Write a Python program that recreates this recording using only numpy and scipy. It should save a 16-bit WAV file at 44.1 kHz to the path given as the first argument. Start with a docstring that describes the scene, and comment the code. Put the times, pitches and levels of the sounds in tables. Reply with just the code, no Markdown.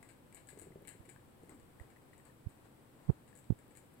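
"""A quiet room, with a stereo microphone by a wire cage where a small dog chews dry food at a bowl.
Pellets crack and crumble, sounding the jaw and faintly ringing the bowl; teeth click, the tongue
ticks and the muzzle rubs through the food. Two runs of soft low knocks pass over the room's hush.
The right microphone port is muffled, so the crunching leans left, and handling bumps that port
with a few dull thuds."""
import sys
import numpy as np
from scipy import signal
from scipy.fft import rfft, irfft, next_fast_len
from scipy.io import wavfile
from scipy.ndimage import map_coordinates

SR = 44100
rng = np.random.default_rng(int(sys.argv[2]) if len(sys.argv) > 2 else 0)


def int16_out(signal):
    """Quantize to a 16-bit WAV file."""
    q = np.round(np.clip(np.atleast_2d(signal).T, -1, 1) * 32767)
    wavfile.write(sys.argv[1], SR, q.astype(np.int16))


N = 176400


def amp(db):
    return 10 ** (np.asarray(db) / 20)


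def unit_rms(x):
    return x / np.sqrt(np.mean(x ** 2) + 1e-30)


def along(points, hz):
    """Read a curve of (Hz, value) points on a log frequency axis."""
    point_hz, values = np.transpose(points)
    return np.interp(np.log(hz + 1), np.log(point_hz + 1), values)


def add(track, start, sound):
    """Mix a sound in at a start time in seconds."""
    i = max(round(start * SR), 0)
    track[i:i + len(sound)] += sound[:max(N - i, 0)]


def coloured(x, points, keep_power=False):
    """Pass x through a minimum-phase filter with the given (Hz, dB) shape."""
    size = 2 * next_fast_len(N // 2 + SR // 8)
    gain = amp(along(points, np.fft.rfftfreq(size, 1 / SR)))
    cepstrum = irfft(np.log(unit_rms(gain) if keep_power else gain), size)
    cepstrum[1:size // 2] *= 2
    cepstrum[size // 2 + 1:] = 0
    return irfft(rfft(x, size) * np.exp(rfft(cepstrum)), size)[:N]


def evened(x):
    """Halve the spectral peaks and holes of x in dB, keeping its energy."""
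    spectrum = rfft(x)
    even = irfft(spectrum / np.sqrt(np.abs(spectrum) + 1e-9), len(x))
    return even * np.linalg.norm(x) / np.linalg.norm(even)


def ring(t, hz, t60, rise_s=0.00087):
    """One damped mode with a quick rise."""
    return np.sin(2 * np.pi * hz * t) * amp(-60 * t / t60) * (1 - np.exp(-t / rise_s))


def burst(t, rise_s=0.00068, decay_s=0.00059):
    """A broadband crack that dies within a few milliseconds."""
    decay = np.exp(-t / decay_s)
    rise = 1 - np.exp(-t / rise_s)
    crack = evened(rise * decay * rng.standard_normal(len(t)))
    crack *= np.exp(-t / decay_s / 10)  # keeps the evened crack short
    return crack * np.linalg.norm(decay) / np.linalg.norm(crack)


# The room's reverberation. Each row: frequency in Hz, t60 in seconds.
ROOM_DECAY = [(200, 0.4), (2000, 0.37), (8000, 0.28), (15000, 0.17)]
def in_room(sound, wet_db):
    """A short sound reaches the microphone directly, then as its own diffuse room tail."""
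    hz, t, noise = signal.stft(rng.standard_normal(SR // 3), SR, nperseg=256)
    decay = amp(-60 * t / along(ROOM_DECAY, hz)[:, None])
    tail = signal.istft(noise * decay, SR, nperseg=256)[1]
    tail = np.pad(tail, (SR // 500, 0))  # 2 ms behind the direct sound
    response = amp(wet_db) * tail / np.linalg.norm(tail)
    response[0] = 1
    return signal.fftconvolve(sound, response)


# Room tone at each port. Each row: frequency in Hz, relative level in dB.
LEFT_TONE = [(20, -10.5), (60, -8.5), (130, 0), (190, -5.5), (310, -2.5), (420, -10), (490, -4.5),
             (620, -13), (850, -11), (1600, -18.5), (3000, -26), (4400, -31.5), (6000, -36), (7000, -33.5),
             (7950, -20.5), (8700, -29.5), (10000, -29), (15500, -30.5)]
RIGHT_TONE = [(20, -15), (70, -5.5), (130, 1.5), (180, -6), (240, -2.5), (400, -9.5), (650, -13.5),
              (900, -15.5), (1250, -20.5), (3000, -25.5), (4400, -29.5), (6000, -34), (7800, -33.5),
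              (9500, -34.5), (12500, -29.5), (15500, -32)]
# How alike the ports hear it. Each row: frequency in Hz, left-right correlation.
TONE_LIKENESS = [(60, 0.61), (150, 0.77), (380, 0.51), (950, 0), (2400, 0)]
def room_tone(left_db=-60.5, right_db=-62.5, waver_db=0.6, whine_hz=9082, whine_db=-79):
    """Steady hush, alike at both ports in the bass; the left wavers slightly and has a thin whine."""
    hz = np.fft.rfftfreq(N, 1 / SR)
    spread = np.arccos(np.clip(along(TONE_LIKENESS, hz), -1, 1)) / 2
    mid, side = rfft(rng.standard_normal((2, N))) * [np.cos(spread), np.sin(spread)]
    waver = amp(waver_db * map_coordinates(rng.standard_normal(40), [np.linspace(0, 39, N)]))
    left = amp(left_db) * unit_rms(irfft((mid + side) * amp(along(LEFT_TONE, hz)), N))
    right = amp(right_db) * unit_rms(irfft((mid - side) * amp(along(RIGHT_TONE, hz)), N))
    whine = amp(whine_db) * np.sin(2 * np.pi * whine_hz * np.arange(N) / SR)
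    return np.array([left * waver + whine, right])


# Soft low knocks in the room. Each row: start in seconds, level in dB, pitch in Hz, t60 in seconds.
LOW_KNOCKS = [(0.53, -44, 400, 0.018), (0.5731, -42, 423, 0.038), (0.6201, -40, 364, 0.025),
              (0.6694, -41, 406, 0.026), (0.706, -40, 298, 0.0099), (0.7576, -37.5, 400, 0.021),
              (0.790, -43, 386, 0.023), (.822, -46, 410, .02), (0.88, -48, 237, 0.021),
              (0.95, -48.5, 365, 0.029), (1.080, -55, 364, 0.093), (1.162, -52, 248, .02),
              (1.435, -44, 330, 0.024), (1.478, -47, 282, 0.032), (1.498, -44.5, 335, 0.026),
              (1.521, -46, 270, 0.05), (1.544, -49.5, 280, 0.052)]
# The scuff on each knock. Each row: frequency in Hz, relative gain in dB.
KNOCK_SCUFF_COLOUR = [(60, -17), (120, -5), (250, 1.5), (500, 2), (700, -11), (1100, -28), (3000, -66)]
def knocks(scuff_db=-14, scuff_s=0.0071):
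    """Each knock is a short mode and a weaker overtone over a lower thud, blurred by a dull scuff."""
    tones, scuffs = np.zeros((2, N))
    t = np.arange(SR // 8) / SR
    for start, db, hz, t60 in LOW_KNOCKS:
        thud = amp(-7) * ring(t, hz=180, t60=0.027)
        overtone = amp(-11) * ring(t, 1.27 * hz, t60=0.018)
        add(tones, start, amp(db) * in_room(ring(t, hz, t60) + thud + overtone, wet_db=-7))
        add(scuffs, start, amp(db + scuff_db) * np.exp(-t / scuff_s) * rng.standard_normal(len(t)))
    return tones + coloured(scuffs, KNOCK_SCUFF_COLOUR, keep_power=True)


# Handling, right on the microphone. Each row: centre in seconds, level in dB, pitch in Hz,
# treble fall in dB per octave, scuff and casing level in dB relative to the push.
PORT_BUMPS = [(1.005, -44, 110, 27, -33), (1.633, -55, 60, 30, -25), (1.8146, -38.5, 92, 35, -18),
              (2.471, -26, 95, 19, -40), (3.0942, -16, 151, 27, -20.5), (3.1003, -14.5, 104.5, 21.5, -12.5),
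              (3.116, -34.5, 81, 19, -15), (3.5058, -12.5, 138, 13.5, -29), (3.523, -22.5, 105, 20.5, -22)]
# A push on the port, and its scuff. Each row: frequency in Hz, relative gain in dB.
PUSH_COLOUR = [(30, 1), (60, 0), (100, 0.5), (175, 1.5), (255, 2), (350, -1), (480, -3.5), (850, -4.5),
               (1500, -5.5)]
BUMP_SCUFF_COLOUR = [(30, 9.5), (120, 3), (230, -3), (380, 3.5), (560, -7.5), (850, -11.5), (1100, -16.5),
                     (1400, -26.5), (2000, -38), (4000, -67)]
def handling_bumps(bass_db_per_octave=9, top_hz=1400, scuff_s=0.0057):
    """Each push on the port swells and dies, with a brief dull scuff and a dead knock of the casing."""
    pushes, scuffs, casing = np.zeros((3, N))
    size = 8192
    hz = np.fft.rfftfreq(size, 1 / SR)
    t = (np.arange(size) - size / 2) / SR
    for centre, db, pitch_hz, fall_db, scuff_db in PORT_BUMPS:
        octaves = np.log2((hz + 1) / pitch_hz)
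        band = 1 / np.hypot(amp(-bass_db_per_octave * octaves), amp(fall_db * octaves))
        push = np.fft.fftshift(irfft(band * np.exp(-(hz / top_hz) ** 2 / 2)))
        scuff = evened(np.exp(-(t / scuff_s) ** 2) * rng.standard_normal(size))
        add(pushes, centre + t[0], amp(db) * push / push.max())
        add(scuffs, centre + t[0], amp(db + scuff_db) * scuff)
        add(casing, centre, amp(db + scuff_db) * ring(t - t[0], hz=399, t60=0.016))
    return coloured(pushes, PUSH_COLOUR) + coloured(scuffs, BUMP_SCUFF_COLOUR, keep_power=True) + casing


# The muzzle down in the bowl. Each row: centre in seconds, level in dB, half-width in seconds.
MUZZLE_RUBS = [(1.515, -60, 0.045), (1.825, -65.5, 0.031), (2.272, -61, 0.03), (2.517, -72, .04),
               (2.658, -61, 0.022), (3.083, -65.5, 0.2), (3.345, -76, 0.038)]
# The rustle of the food. Each row: frequency in Hz, relative gain in dB.
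RUB_COLOUR = [(150, -0.5), (300, -1.5), (850, 4.5), (1400, 0), (2200, -8), (3300, -16), (4300, -12.5),
              (5800, -23), (7900, -10), (10000, -21), (15000, -31)]
def muzzle_rubs():
    """The muzzle rubs through the food: grainy noise that swells and fades with the pressure."""
    t = np.arange(N) / SR
    pressure = sum(amp(db) * np.exp(-2 * ((t - centre) / width) ** 2) for centre, db, width in MUZZLE_RUBS)
    return coloured(pressure * unit_rms(rng.laplace(size=N)), RUB_COLOUR, keep_power=True)


# The tongue, among the bites. Each row: start in seconds, level in dB.
TONGUE_TICKS = [(.822, -54), (1.029, -56), (3.389, -55), (3.68, -56), (3.862, -59), (3.938, -56),
                (3.942, -54.5)]
# Its thin treble. Each row: frequency in Hz, relative gain in dB.
TICK_COLOUR = [(5000, -37), (9000, -1), (12500, -4), (16000, -10)]
def tongue_ticks():
    """The wet tongue makes tiny bright bursts."""
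    ticks, t = np.zeros(N), np.arange(SR // 12) / SR
    for start, db in TONGUE_TICKS:
        add(ticks, start, amp(db) * in_room(burst(t), wet_db=-9.5))
    return coloured(ticks, TICK_COLOUR, keep_power=True)


# Teeth meeting. Each row: start in seconds, level in dB, mouth pitch in Hz, relative tap level in dB.
TOOTH_CLICKS = [(0.0285, -44.5, 2000, -1), (0.378, -45, 1680, 11), (.72, -56, 2040, -6),
                (1.094, -56, 2050, -16), (1.162, -43, 1620, 6), (1.4937, -50.5, 2050, -4.5),
                (1.7986, -46, 1920, -3.5), (1.962, -53.5, 1890, -6), (1.969, -52, 1900, -3),
                (2.132, -50.5, 1930, -4), (2.199, -58, 1880, -8), (2.299, -53.5, 1770, 0),
                (2.647, -56, 1190, 10), (3.329, -52.5, 1730, -5)]
def tooth_clicks(roughness=0.041):
    """Teeth meet with a dull tap and ring the mouth briefly."""
    clicks, t = np.zeros(N), np.arange(SR // 16) / SR
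    for start, db, hz, tap_db in TOOTH_CLICKS:
        contact = roughness * burst(t)
        contact[0] = 1  # the clean impact ahead of the rough contact
        mouth = ring(t, hz, t60=0.017, rise_s=0.00039)
        tap = amp(tap_db) * ring(t, hz=1120, t60=0.0038, rise_s=1 / SR)
        click = signal.fftconvolve(contact, mouth + tap)[:len(t)]
        add(clicks, start, amp(db) * in_room(click / np.abs(click).max(), wet_db=-9.5))
    return clicks


# The bowl under the pellets. Each row: frequency in Hz, relative level in dB, t60 in seconds.
BOWL_MODES = [(1660, 8.5, 0.2), (2050, 7, 0.085), (2286, 14.5, 0.097), (2850, 0.5, 0.17), (7100, 3, 0.14),
              (7700, 11, 0.11), (7740, 14, 0.11), (7989, 9, 0.13), (8500, 2, 0.12), (8900, -3, .15)]
def bowl_ring(jaw_db, low_hz=4000, scatter_db=6.8):
    """One crack rings the bowl's modes unevenly; the low ones follow the jaw's strength."""
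    t = np.arange(SR // 5) / SR
    modes = np.zeros(len(t))
    for hz, db, t60 in BOWL_MODES:
        strength = amp(db + jaw_db * (hz < low_hz) + rng.normal(0, scatter_db))
        modes += strength * ring(t, hz, t60, rise_s=0.00059)
    return modes


def crumbs(t, per_s=900, scatter_db=9, rise_s=0.0024, decay_s=0.014):
    """A breaking pellet sheds a brief shower of tiny impulses of uneven size."""
    sizes = amp(scatter_db * np.clip(rng.standard_normal(len(t)), -2, 1))
    signs = np.sign(rng.standard_normal(len(t)))
    hits = rng.random(len(t)) < per_s / SR
    return hits * sizes * signs * np.exp(-t / decay_s) * (1 - np.exp(-t / rise_s))


# Pellets breaking at the bowl, clearest at the left port. Each row: start in seconds, level in dB,
# relative jaw resonance in dB, relative crumb level in dB.
PELLET_CRACKS = [(.028, -50.5, 2, -22), (.0315, -54.5, -3, -12), (.089, -54.5, 3.5, 3.5),
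                 (0.326, -53, 2, -15), (0.3464, -43, -11, -10), (0.3553, -49, -7, -7), (.369, -54.5, 4, 3),
                 (.472, -52, -5, -12), (0.488, -47, -2, 3), (.503, -51, -5, -2), (.575, -54.5, 0, -2),
                 (0.5895, -44.5, -10, -20), (0.5962, -42.5, -6, -10), (.616, -47.5, -4.5, 1),
                 (0.624, -56, 2, -1), (.851, -60, 8.5, -19), (.874, -41.5, -7, -3), (0.8804, -42, 1, -10),
                 (0.8894, -42, -4, -10), (1.051, -64, 1.5, 12), (1.089, -53, -1.5, -13),
                 (1.0922, -49.5, 2, -4), (1.097, -48, -3, -11), (1.433, -59, -4, -7),
                 (1.494, -49, -10, -19), (1.546, -62, -9, -5), (1.598, -59.5, -1, -2),
                 (1.798, -58, -10, -10), (1.902, -63, 4, 3.5), (2.134, -63.5, 5, 2), (2.179, -55, -5, -13),
                 (2.252, -59.5, -5, 8.5), (2.492, -64.5, -4, 9.5), (3.278, -60.5, 2.5, 3),
                 (3.353, -51, -4.5, -6), (3.362, -54, -9, -4), (3.374, -51.5, -6, -10),
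                 (3.389, -54, -8, -21), (3.442, -60.5, 2, -12), (3.589, -56.5, -0.5, -12),
                 (3.708, -59.5, 0, -3), (3.752, -53, -4, -3), (3.764, -54, -7, -8), (3.772, -45, -6, -14)]
# The bright snap and the jaw's resonance. Each row: frequency in Hz, relative gain in dB.
SNAP_COLOUR = [(2500, -47), (5800, -35.5), (6400, -22), (6900, -11), (7400, -8), (7950, -1.5), (8450, -4.5),
               (8800, -7.5), (10000, -13), (12000, -17), (15500, -27.5)]
JAW_COLOUR = [(150, -12.5), (700, -9), (1350, -17), (1640, 1), (1850, -2.5), (2100, 0.5), (2450, -7),
              (2850, -5), (3350, -17), (4100, -8), (5600, -21.5), (9000, -66)]
def crunching(snap_gain_db=5, jaw_gain_db=1.5, bowl_gain_db=-31.5):
    """Each pellet cracks and crumbles, snapping brightly, sounding the jaw and ringing the bowl."""
    snap, jaw, bowl = np.zeros((3, N))
    t = np.arange(SR // 12) / SR
    for start, db, jaw_db, crumbs_db in PELLET_CRACKS:
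        for track, gain_db in ((snap, snap_gain_db), (jaw, jaw_gain_db + jaw_db)):
            fracture = amp(crumbs_db) * crumbs(t) + burst(t)
            add(track, start, amp(db + gain_db) * in_room(fracture, wet_db=-2))
        add(bowl, start, amp(db + bowl_gain_db) * bowl_ring(jaw_db))
    snap = coloured(snap, SNAP_COLOUR, keep_power=True)
    jaw = coloured(jaw, JAW_COLOUR, keep_power=True)
    return snap + jaw + bowl


# The muffled right port of the microphone. Each row: frequency in Hz, gain in dB.
RIGHT_MUFFLE = [(100, -0.5), (400, -0.5), (700, -6), (1600, -16), (4000, -22), (8000, -38), (15000, -25)]
def scene():
    """The left port hears the dog clearly; the right one is muffled and takes the bumps."""
    clear = crunching() + tongue_ticks() + tooth_clicks() + muzzle_rubs() + knocks()
    muffled = coloured(clear, RIGHT_MUFFLE) + handling_bumps()
    return np.array([clear, muffled]) + room_tone()


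def record(dry, top_hz=15830):
    """Nothing is kept above the band limit."""
    size = next_fast_len(N + SR // 4)
    passband = np.fft.rfftfreq(size, 1 / SR) < top_hz
    return irfft(rfft(dry, size) * passband, size)[:, :N]


dry = scene()
out = record(dry)
int16_out(out)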